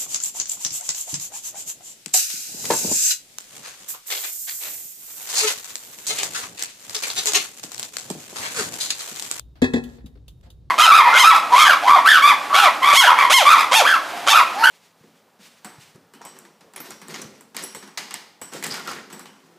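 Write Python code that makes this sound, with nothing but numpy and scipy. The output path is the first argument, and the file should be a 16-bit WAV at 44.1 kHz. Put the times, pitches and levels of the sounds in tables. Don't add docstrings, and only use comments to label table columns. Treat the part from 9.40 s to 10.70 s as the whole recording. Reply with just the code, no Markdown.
import sys
import numpy as np
from scipy import signal
from scipy.fft import irfft, next_fast_len
from scipy.io import wavfile
from scipy.ndimage import map_coordinates

SR = 44100
rng = np.random.default_rng(int(sys.argv[2]) if len(sys.argv) > 2 else 0)


def bounce(signal):
    frames = np.transpose(np.atleast_2d(signal))
    limited = np.clip(frames, -1, 1)
    pcm = np.round(limited * 32767).astype(np.int16)
    wavfile.write(sys.argv[1], SR, pcm)


N = 57330
RIGHT_LAG_S, DRAWER_PAN_DB, BASKET_PAN_DB = .00027, 3, -0.5
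CONTACT_SPREAD, CLACK_RISE_S = 0.86, 0.00057


def gain(db):
    return 10 ** (np.asarray(db) / 20)


def noise(colour, spread=0.6):
    hz, db = np.array(colour).T
    size = next_fast_len(N)
    bins_hz = np.fft.rfftfreq(size, 1 / SR)
    strength = gain(np.interp(np.log(bins_hz + 1), np.log(hz), db))
    phases = np.exp(2j * np.pi * rng.random((2, len(strength))))
    mid, side = irfft(strength * phases, size)[:, :N]
    pair = np.array([mid + spread * side, mid - spread * side])
    return pair / pair.std()


def fade(start, rise, decay):
    age = np.maximum(np.arange(N) / SR - start, 0)
    return (1 - np.exp(-age / rise)) * np.exp(-np.log(1000) * age / decay)


def ring(tones, start, rise, pitch_ratio):
    age = np.arange(N) / SR - start
    return -sum(gain(db) * fade(start, rise, decay) * np.sin(2 * np.pi * hz * pitch_ratio * age)
                for hz, db, decay in tones)


def wander(rate_hz):
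    points = rng.standard_normal(2048)
    return map_coordinates(points, [np.arange(N) / SR * rate_hz], mode="mirror")


def place(sound, pan_db, lag_s=RIGHT_LAG_S):
    left, right = np.broadcast_to(sound, (2, N))
    late_right = np.pad(right, (round(lag_s * SR), 0))[:N]
    return np.array([left * gain(pan_db / 2), late_right * gain(-pan_db / 2)])


# pitch_hz, level_db
RUMBLE_COLOUR = [(8, -62), (22, -29), (34, -10), (55, 4), (80, -3.5), (140, -5), (200, -17.5), (300, -20.5),
                 (450, -26), (700, -36.5), (1100, -42.5), (2000, -52), (4000, -48), (16000, -66)]


def hum():
    rumble = gain(-48.5) * noise(RUMBLE_COLOUR, spread=.25)
    mains = gain(-50.5) * np.sqrt(2) * np.sin(2 * np.pi * 60 * np.arange(N) / SR)
    hiss = gain(-84) * noise([(300, -28), (4000, -2), (15000, -25.5)])
    return rumble + mains + hiss


# pitch_hz, level_db
ECHO_COLOUR = [(100, -8.5), (250, -1.5), (450, -1), (1000, 0.5), (2500, -8.5), (7000, -4), (14000, 0.5)]


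def kitchen_echo(sound):
    tail = noise(ECHO_COLOUR) * fade(0, rise=0.0044, decay=0.73)
    tail = tail / np.sqrt(np.sum(tail ** 2) / 2)
    return gain(-14.5) * signal.fftconvolve(sound, tail, axes=1)[:, :N]


# start_s, length_s, level_db
SLIDE_MOVES = [(0.449, 0.13, -60), (1.03, 0.043, -67)]
# pitch_hz, level_db
SLIDE_COLOUR = [(700, 0), (1600, 0), (2300, -5), (4200, 0), (5300, -5), (7600, -2), (9800, -14),
                (11300, -10), (13500, -12), (15000, -28)]


def slide():
    t = np.arange(N) / SR
    edge_s = .012
    motion = sum(gain(db) * np.clip(np.minimum(t - start, start + length - t) / edge_s + .5, 0, 1)
                 for start, length, db in SLIDE_MOVES)
    grain = gain(2 * wander(rate_hz=400))
    return place(motion * grain * noise(SLIDE_COLOUR, CONTACT_SPREAD), BASKET_PAN_DB)


# pitch_hz, level_db
SNAP_COLOUR = [(1000, 1), (4000, -1.5), (8000, -4), (11000, -6), (15000, -8.5), (16000, -23)]


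def snap(loudness):
    return loudness * noise(SNAP_COLOUR, CONTACT_SPREAD)


# start_s, level_db, rise_s, decay_s
SCUFF_TOUCHES = [(0.155, -54.5, 0.00051, 0.33), (0.58, -43.5, 0.0097, 0.059), (0.605, -62, 0.00044, 0.073),
                 (0.663, -52, 0.0019, 0.083), (0.754, -57.5, 0.00076, 0.087), (0.773, -60.5, 0.0008, 0.043),
                 (1.029, -57.5, 0.0025, 0.34), (1.057, -53, 0.011, 0.078)]
# pitch_hz, level_db
SCUFF_COLOUR = [(200, 2), (700, 10), (1100, 3), (1600, 3), (2600, -2), (4500, -1.5), (7000, -18),
                (14000, -19)]
# start_s, level_db
PLASTIC_CLICKS = [(0.7535, -71), (1.0105, -56)]
# start_s, level_db, pitch_ratio
BUMP_HITS = [(0.643, -33, 1.0), (0.757, -48.5, 1.9), (1.067, -55, 3.4)]
# base_pitch_hz, level_db, decay_s
BUMP_TONES = [(68.9, 0, 0.18), (152.4, -3.5, 0.17), (212.3, 3.5, 0.081), (256.9, -4, 0.15)]


def handling():
    touches = sum(gain(db) * fade(start, rise, decay) for start, db, rise, decay in SCUFF_TOUCHES)
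    scuffs = touches * noise(SCUFF_COLOUR, CONTACT_SPREAD)
    clicks = snap(sum(gain(db) * fade(start, CLACK_RISE_S, decay=0.02) for start, db in PLASTIC_CLICKS))
    bumps = sum(gain(db) * ring(BUMP_TONES, start, rise=0.0021, pitch_ratio=ratio)
                for start, db, ratio in BUMP_HITS)
    return scuffs + clicks + place(bumps, DRAWER_PAN_DB)


# start_s, level_db, pan_db, pitch_ratio
TIMER_TICKS = [(-0.002, -2.5, -0.5, 0.97), (0.4375, 1, 1, 0.94), (0.6597, -5, 1, 1.04),
               (0.8798, -1, 0.5, 0.98), (1.1015, -5.5, 0.5, 1.03)]
# pitch_hz, level_db
TICK_COLOUR = [(600, -2.5), (2200, -11.5), (3000, 3.5), (3700, 3.5), (5400, -9), (6800, -2), (8300, -8.5),
               (10000, -3), (12000, -15.5), (14200, 0.5), (16000, -27)]
# base_pitch_hz, level_db, decay_s
CLOCKWORK_TONES = [(2850, -58, .04), (3400, -53, .06), (3660, -44, .06), (4560, -54, .07), (5250, -57, .05),
                   (6500, -58, .07), (9600, -55, .045)]
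# base_pitch_hz, level_db, decay_s
SPRING_TONE = [(3790, -68, .7)]


def timer():
    rise = 0.0017
    ticks = 0
    for start, db, pan_db, ratio in TIMER_TICKS:
        click = gain(-40) * fade(start, rise, decay=0.021)
        case = gain(-49.5) * fade(start, rise, decay=0.13)
        burst = (click + case) * noise(TICK_COLOUR, spread=0.87)
        gears = ring(CLOCKWORK_TONES, start, rise, ratio)
        spring = ring(SPRING_TONE, start, rise, pitch_ratio=0.98)
        ticks = ticks + gain(db) * place(burst + gears + spring, pan_db)
    return ticks


# start_s, ring_db, crack_db, snap_db
BASKET_CLACKS = [(0.218, -20, 5.5, 0), (0.2222, 1, -2, -7), (0.2275, -3, -2.5, -9), (0.240, 2.5, -10, -15),
                 (0.2425, -5.5, 1, -2.5), (0.2485, -26, -18, -11), (0.3352, -35, 1, -7.5),
                 (0.3364, -3, 0.5, -26), (0.3585, -3, -10, -24), (0.3655, -18, -7.5, -18),
                 (0.375, -36, -12.5, -31)]
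# pitch_hz, level_db, decay_s
BASKET_TONES = [(1035, -40, .18), (1085, -40, .16), (1373, -52, .55), (1681, -29, .18), (1730, -32, .22),
                (1829, -31, .2), (1948, -28, .12), (2532, -37, .24), (2574, -32, .22), (3325, -42, .16),
                (3410, -42, .14), (3830, -40, .14), (4163, -43, .18), (4456, -44, .15), (4848, -43, .13),
                (5520, -49, .15), (6010, -53, .24), (7330, -47, .12), (7850, -57, .3)]
# pitch_hz, level_db
CRACK_COLOUR = [(300, 8), (800, 13.5), (1400, -3), (1900, 9), (2900, -12.5), (3400, 8.5), (4800, -6),
                (6000, -8), (7400, -2), (9000, -22.5), (10000, -5.5), (11000, -44), (13500, -21),
                (16000, -46)]


def basket():
    starts, ring_db, crack_db, snap_db = np.array(BASKET_CLACKS).T

    def loudness(levels_db, decay):
        return np.sqrt(sum((gain(db) * fade(start, CLACK_RISE_S, decay)) ** 2
                           for start, db in zip(starts, levels_db)))

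    t = np.arange(N) / SR
    metal = 0
    for hz, db, decay in BASKET_TONES:
        wavering_tone = np.sin(2 * np.pi * hz * t + .7 * wander(rate_hz=70))
        metal = metal + gain(db) * loudness(ring_db, decay) * wavering_tone
    cracks = gain(-28) * loudness(crack_db, decay=0.11) * noise(CRACK_COLOUR, CONTACT_SPREAD)
    snaps = snap(gain(-30.5) * loudness(snap_db, decay=0.024))
    return place(metal + cracks + snaps, BASKET_PAN_DB, lag_s=.00022)


# start_s, level_db, pitch_ratio
DRAWER_HITS = [(0.2215, -1.7, 1.0), (0.2439, -20, 0.988), (0.3385, -6.1, 0.976), (0.3685, -13.2, 0.981)]
# base_pitch_hz, level_db, decay_s
DRAWER_TONES = [(93, -21.0, 0.225), (141, -33.8, 0.575), (202, -12.4, 0.063), (254, -4.2, 0.182),
                (245, -17.0, 0.443), (291, -28.7, 0.039), (349, -14.9, 0.101), (385, -11.7, 0.131),
                (431, -4.7, 0.051), (471, -17.9, 0.172), (571, -22.8, 0.085), (703, -20.2, 0.057),
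                (788, -34.7, 0.353), (896, -31.6, 0.108)]


def drawer():
    booms = sum(gain(db) * ring(DRAWER_TONES, start, rise=.002, pitch_ratio=ratio)
                for start, db, ratio in DRAWER_HITS)
    return place(booms, DRAWER_PAN_DB)


def scene():
    fryer = drawer() + basket() + slide() + timer() + handling()
    return fryer + kitchen_echo(fryer) + hum()


def record(dry):
    bass_cut = signal.butter(1, 20, "high", fs=SR, output="sos")
    treble_cut = signal.ellip(8, .2, 70, 15500, fs=SR, output="sos")
    return signal.sosfilt(treble_cut, signal.sosfilt(bass_cut, dry))


dry = scene()
out = record(dry)
bounce(out)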